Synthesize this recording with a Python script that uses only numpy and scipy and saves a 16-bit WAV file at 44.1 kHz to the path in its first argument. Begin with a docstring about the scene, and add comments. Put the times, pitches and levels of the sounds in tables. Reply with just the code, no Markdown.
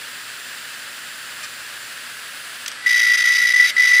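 """On a carpet, a stereo pair of microphones close above an opened, spinning hard drive.
Air whirs round the platters and the motor whines, sagging briefly once. The motor drive drops out
with a few clicks as the head arm swings out over the coasting disk. The head then stutters on the
platter, loudest of all: each contact scrapes harshly and sets off a squeal near 2 kHz."""
import sys
import numpy as np
from scipy import signal
from scipy.fft import rfft, irfft
from scipy.io import wavfile

SR = 44100
rng = np.random.default_rng(int(sys.argv[2]) if len(sys.argv) > 2 else 0)


def bounce(signal):
    """Save signal as a 16-bit WAV file at the path given by the first command-line argument."""
    frames = np.transpose(np.atleast_2d(signal))
    limited = np.clip(frames, -1, 1)
    pcm = np.round(limited * 32767).astype(np.int16)
    wavfile.write(sys.argv[1], SR, pcm)


N = 176400
TIME, BIN_HZ = np.arange(N) / SR, np.fft.rfftfreq(N, 1 / SR)


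def amp(db):
    """Decibels to gain."""
    return 10 ** (np.asarray(db) / 20)


def unit(x):
    """Scales to rms 1."""
    return x / np.sqrt(np.mean(x ** 2) + 1e-20)


def spectrum(points):
    """Gain per FFT bin from points of f/Hz, level/dB."""
    hz, db = np.transpose(points)
    return amp(np.interp(np.log(BIN_HZ + 1), np.log(hz), db))


def shaped(x, gain):
    """Filters x by a gain per FFT bin, to rms 1."""
    return unit(irfft(rfft(x) * gain, N))


def noise():
    """White noise."""
    return rng.standard_normal(N)


def wobble(hz):
    """Random motion slower than about hz, rms 1."""
    return shaped(noise(), np.exp(-(BIN_HZ / hz) ** 2))


def resonate(x, hz, width):
    """One ringing mode, rms 1."""
    pole = np.exp((2j * np.pi * hz - np.pi * width) / SR)
    return unit(signal.lfilter([1, 0, -1], np.poly([pole, pole.conjugate()]).real, x))


def stroke(start, length, attack_s, release_s):
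    """Envelope that rises, holds for the length and dies away."""
    live = slice(int(start * SR), int((start + length) * SR) + SR // 16)
    age = np.maximum(TIME[live] - start, 0)
    out = np.zeros(N)
    out[live] = (1 - np.exp(-age / attack_s)) * np.exp(-np.maximum(age - length, 0) / release_s)
    return out


# Contacts of head and platter: t/s, length/s, relative squeal level/dB, relative scrape level/dB
HEAD_CONTACTS = [(2.861, 0.021, -12.6, -26.6), (2.888, 0.013, -18.1, -24.4), (2.905, 0.012, -13.2, -23.6),
                 (2.922, 0.013, -15.7, -24.0), (2.941, 0.012, -12.8, -24.7), (2.957, 0.028, -15.6, -24.0),
                 (2.989, 0.015, -16.4, -21.8), (3.01, 0.013, -14.8, -24.7), (3.028, 0.012, -15.7, -23.7),
                 (3.043, 0.015, -16.6, -24.6), (3.064, 0.014, -14.8, -24.9), (3.081, 0.011, -15.5, -25.5),
                 (3.095, 0.015, -13.1, -26.5), (3.113, 0.013, -13.2, -25.0), (3.132, 0.027, -15.5, -23.9),
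                 (3.171, 0.022, -18.5, -23.0), (3.196, 0.015, -15.5, -24.2), (3.217, 0.012, -17.9, -24.0),
                 (3.238, 0.009, -13.8, -25.9), (3.251, 0.013, -15.7, -23.2), (3.27, 0.025, -14.3, -24.0),
                 (3.299, 0.015, -13.6, -27.3), (3.317, 0.013, -15.1, -24.1), (3.333, 0.01, -16.8, -23.5),
                 (3.347, 0.026, -16.9, -23.8), (3.379, 0.016, -15.8, -23.6), (3.398, 0.01, -15.6, -25.8),
                 (3.414, 0.015, -15.9, -23.7), (3.432, 0.011, -15.3, -25.5), (3.449, 0.012, -14.4, -26.5),
                 (3.467, 0.013, -15.6, -23.7), (3.485, 0.011, -13.5, -23.0), (3.501, 0.01, -15.1, -24.0),
                 (3.517, 0.009, -19.7, -23.9), (3.536, 0.014, -11.7, -26.3), (3.559, 0.011, -12.0, -24.2),
                 (3.573, 0.02, -14.4, -25.8), (3.596, 0.019, -8.8, -24.5), (3.62, 0.014, -10.8, -26.2),
                 (3.637, 0.027, -13.6, -23.6), (3.667, 0.039, -42, -22.9), (3.765, 0.007, -13.1, -27.4),
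                 (3.778, 0.01, -12.3, -25.5), (3.794, 0.017, -10.1, -26.3), (3.817, 0.01, -12.6, -23.3),
                 (3.831, 0.013, -13.1, -24.0), (3.847, 0.016, -13.2, -25.1), (3.869, 0.027, -13.7, -23.7),
                 (3.899, 0.009, -15.3, -23.9), (3.911, 0.014, -11.9, -25.5), (3.93, 0.027, -10.3, -23.8),
                 (3.961, 0.014, -12.0, -24.4), (3.978, 0.01, -12.3, -22.9), (3.993, 0.012, -10.2, -24.9)]


def head(grit_db=0):
    """The head stutters on the platter: each contact starts a squeal that sags as the scrape holds."""
    swing, rub = np.zeros(N), np.zeros(N)
    for start, length, squeal_db, scrape_db in HEAD_CONTACTS:
        sagging_db = squeal_db + np.interp(TIME - start, [0, 0.015], [2.6, -0.9])
        squeal_gate = stroke(start, length, attack_s=0.0016, release_s=0.0055)
        scrape_gate = stroke(start, length, attack_s=0.0019, release_s=0.0022)
        swing = np.maximum(swing, amp(sagging_db) * squeal_gate)
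        rub = np.maximum(rub, amp(scrape_db + 1) * scrape_gate)
    faint_singing = amp(-33.5) * np.interp(TIME, [2.76, 2.87], [0, 1])  # lasts between contacts
    tone, phase = squeal(np.maximum(swing, faint_singing))
    slips = 1 + 0.29 * np.cos(phase)  # one slip per squeal cycle
    slips *= amp(grit_db * wobble(hz=900))  # at 0 dB all slips are equally strong
    return tone + scrape(rub, slips) + ringing(rub, slips)


# Pitch of the squeal: t/s, f/Hz
SQUEAL_PITCH = [(2.86, 1967), (3.15, 1963), (3.5, 1963), (3.56, 1984), (3.65, 1974), (3.78, 1984),
                (4, 1973)]


def squeal(swing):
    """The rubbing head sings a rough, drifting tone with a faint octave; returns tone and phase."""
    phase = 2 * np.pi * np.cumsum(np.interp(TIME, *np.transpose(SQUEAL_PITCH))) / SR
    phase += 0.13 * wobble(hz=90) + 0.95 * wobble(hz=10.7)  # jitter and slow drift
    roughness = 1 + 0.13 * wobble(hz=164)
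    tone = np.sin(phase) + amp(-38) * np.sin(2 * phase)
    return np.sqrt(2) * swing * roughness * tone, phase


# Spectrum of the head scraping the platter: f/Hz, relative level/dB
SCRAPE_SPECTRUM = [(200, -50), (800, -39), (1100, -38), (1380, 9.5), (1650, -9), (1850, 6), (2300, 10),
                   (2800, 4.5), (3600, 5), (3950, 13.5), (4060, -45), (4350, 0), (4520, 7.5), (4900, 9.5),
                   (5500, 4.5), (6250, 6.5), (6450, -33), (7000, -25), (8000, -26), (8900, -6.5),
                   (9600, -3), (10400, -11), (11300, -17), (11900, -2.5), (12700, -28), (13800, -22),
                   (14800, -15), (15600, -33)]


def scrape(rub, slips):
    """Harsh friction noise while the head touches, pulsing with each slip."""
    return rub * shaped(noise() * slips, spectrum(SCRAPE_SPECTRUM))


# Spectrum of the friction force: f/Hz, relative level/dB
FRICTION_SPECTRUM = [(900, -25), (1500, 0), (12300, 0), (13300, -15)]
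# Modes of platter and arm: f/Hz, width/Hz, relative level/dB
METAL_MODES = [(1966, 60, -8), (2077, 18, 0), (2212, 28, -7), (2473, 30, -13), (3121, 25, -12),
               (3330, 60, -11), (3496, 25, -14), (3878, 50, -7), (4582, 40, -13), (4738, 25, -11),
               (4922, 70, -7), (5268, 70, -10), (5720, 25, -11), (6116, 55, -12), (6270, 50, -13),
               (6600, 80, -20), (6950, 50, -24), (7280, 70, -21), (9170, 100, -18), (9640, 130, -15),
               (10400, 200, -20), (11900, 160, -18)]


def ringing(rub, slips):
    """Friction sets platter and arm ringing under the scrape."""
    friction = rub * shaped(noise() * slips, spectrum(FRICTION_SPECTRUM))
    modes = sum(amp(db) * resonate(friction, hz, width) for hz, width, db in METAL_MODES)
    return amp(-5) * np.std(rub) * modes


# Response of the arm's metal body: f/Hz, relative level/dB
ARM_BODY = [(30, -86), (600, -18), (1400, 6), (2700, 5), (3200, 9), (3900, 3), (6000, 6.5), (6900, 0),
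            (7400, -2), (8000, 3), (8500, -4.5), (9100, 1), (10500, -11), (15500, -11)]
# Knocks of the arm: t/s, level/dB, tilt/(dB per octave), 60 dB decay time/s
ARM_KNOCKS = [(2.6605, -21.5, -1.5, .035), (2.679, -18, 2, .032), (2.7155, -29, -2, .05)]


def arm_clicks():
    """The arm is let go and knocks: short bursts in its metal body, dead centre."""
    out = np.zeros(N)
    octaves = np.log2(np.maximum(BIN_HZ, 600))  # the tilt starts at 600 Hz
    for start, db, tilt_db, t60 in ARM_KNOCKS:
        body = shaped(noise(), spectrum(ARM_BODY) * amp(tilt_db * octaves))
        out += amp(db) * body * stroke(start, 0.00033, attack_s=0.00052, release_s=t60 / np.log(1000))
    return out


# Speed of the platters: t/s, rotation f/Hz
PLATTER_SPEED = [(0, 120.03), (1.43, 120.03), (1.82, 117.6), (2.21, 120.0), (2.66, 119.9), (4, 117)]


def rotation():
    """Angle of the platters in radians: they spin, sag once, recover and at last coast."""
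    return 2 * np.pi * np.cumsum(np.interp(TIME, *np.transpose(PLATTER_SPEED))) / SR


# Spectrum of the air round the platters: f/Hz, relative level/dB
AIR_SPECTRUM = [(25, -48), (45, -33), (62, -20.5), (80, -23.5), (110, -17), (170, -16), (240, -15),
                (420, -15), (590, -11), (780, -13.5), (1080, -9), (1350, -1), (1680, 3), (2300, -5),
                (2680, -2), (3900, -7), (4750, -6), (5500, -12.5), (6700, -17), (7500, -12), (8700, -10.5),
                (9400, -18), (11000, -16), (12300, -21), (13800, -33), (14800, -32), (15600, -34)]
# Its width across the microphones: f/Hz, side minus mid level/dB
AIR_WIDTH = [(40, -7), (120, -5), (300, -5), (700, -11), (1500, -47.5), (5000, -44), (14000, -25)]


def whir():
    """Air dragged round by the platters, throbbing with each turn; wide only in the bass."""
    throb = 1 + 0.033 * np.cos(rotation())
    fluttering_air = noise() * throb * amp(0.5 * wobble(hz=60))
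    mid = shaped(fluttering_air, spectrum(AIR_SPECTRUM))
    side_air = shaped(noise(), spectrum(AIR_SPECTRUM))
    side = irfft(rfft(side_air) * spectrum(AIR_WIDTH), N)
    return amp(-34) * np.array([mid + side, mid - side])


# Partials of the motor: order of the rotation, level/dB before the sag, level/dB after it
MOTOR_ORDERS = [(53, -63.2, -64.0), (54, -60.6, -60.3), (56, -67.3, -63.3), (58, -62.9, -63.3),
                (59, -63.2, -66.8), (60, -60.1, -66.0), (61, -51.4, -58.7), (64, -63.2, -69.2),
                (65, -61.7, -60.9), (68, -66.2, -62.1), (69, -80.0, -63.4), (76, -71.6, -59.9),
                (77, -60.0, -64.9), (78, -58.8, -64.8), (80, -59.2, -61.6), (81, -63.4, -66.2),
                (82, -62.6, -66.7), (85, -60.9, -66.6), (86, -56.7, -55.8), (87, -60.4, -56.8),
                (88, -69.5, -59.4), (93, -63.2, -57.5), (101, -63.1, -68.1), (119, -67.2, -64.1),
                (120, -70.6, -67.3), (121, -59.6, -57.2), (122, -56.8, -59.7), (123, -61.6, -64.2),
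                (124, -65.7, -66.5), (125, -55.9, -55.4), (126, -58.1, -61.5), (127, -66.7, -67.7)]
# Hiss of the running motor: f/Hz, relative level/dB
MOTOR_HISS = [(3000, -13.5), (5500, 1), (8000, -6.5), (10500, -2.5), (12500, -5), (13800, -14), (14900, -5),
              (15600, -12)]


def motor(drive_off_s=2.656):
    """The motor whines at high orders of the rotation and hisses, until its drive drops out."""
    angle, whine = rotation(), np.zeros(N)
    for order, early_db, late_db in MOTOR_ORDERS:
        gain = np.sqrt(2) * amp(np.interp(TIME, [1.45, 2.2], [early_db, late_db]))
        partial = np.cos(order * angle + 2 * np.pi * rng.random())
        whine += gain * partial * (1 + 0.12 * wobble(hz=6.8))
    pulsing = 1 + 0.6 * np.cos(3 * angle)
    hiss = amp(-49) * shaped(noise() * pulsing, spectrum(MOTOR_HISS))
    powered = np.clip((drive_off_s - TIME) / 0.0026, 0, 1)
    return powered * (whine + hiss)


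# Outline of the buzz's harmonics: f/Hz, relative level/dB
BUZZ_SPECTRUM = [(600, -25), (1220, 3.5), (2400, 4), (3050, 1), (3700, 0), (4900, 2), (6100, 2),
                 (6700, -12), (7300, 0), (8500, -8), (10300, -4), (12000, -20)]


def rasp(at_s=1.443, width_s=0.01, pitch_hz=610.6):
    """A short pitched buzz as the motor begins to slow."""
    swell = np.exp(-0.5 * ((TIME - at_s) / width_s) ** 2)
    buzz = np.zeros(N)
    for hz in np.arange(pitch_hz, 12000, pitch_hz):
        db = np.interp(hz, *np.transpose(BUZZ_SPECTRUM))
        buzz += amp(db) * np.cos(2 * np.pi * (hz * TIME + rng.random()))
    return amp(-31) * swell * unit(buzz)


def whistle(at_s=1.83, width_s=0.063, order=61):
    """One order of the motor sings out at the bottom of the sag."""
    swell = np.exp(-0.5 * ((TIME - at_s) / width_s) ** 2)
    return np.sqrt(2) * amp(-47) * swell * np.cos(order * rotation())


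# Tones of the low hum: f/Hz, level/dB
HUM_TONES = [(118.4, -64.5), (242.2, -62.5)]


def hum():
    """A faint, wavering hum lies under everything and outlasts the motor drive."""
    return sum(amp(db) * np.cos(2 * np.pi * hz * TIME) * (1 + 0.38 * wobble(hz=8.4))
               for hz, db in HUM_TONES)


def scene(head_lag_s=2e-6):
    """The drive from close above; the head reaches the left microphone a little louder and earlier."""
    left = head()
    right = irfft(rfft(left) * np.exp(-2j * np.pi * BIN_HZ * head_lag_s), N)
    head_pair = np.array([amp(0.5) * left, amp(-0.5) * right])
    return head_pair + whir() + motor() + hum() + whistle() + rasp() + arm_clicks()


def record(dry, low_cut_hz=45, band_limit_hz=15750):
    """Low cut of the microphones and band limit of the recorder."""
    low_cut = signal.butter(4, low_cut_hz, "highpass", fs=SR, output="sos")
    band_limit = signal.firwin(511, band_limit_hz, window=("kaiser", 9), fs=SR)
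    return signal.oaconvolve(signal.sosfilt(low_cut, dry), band_limit[None], "same")


dry = scene()
out = record(dry)
bounce(out)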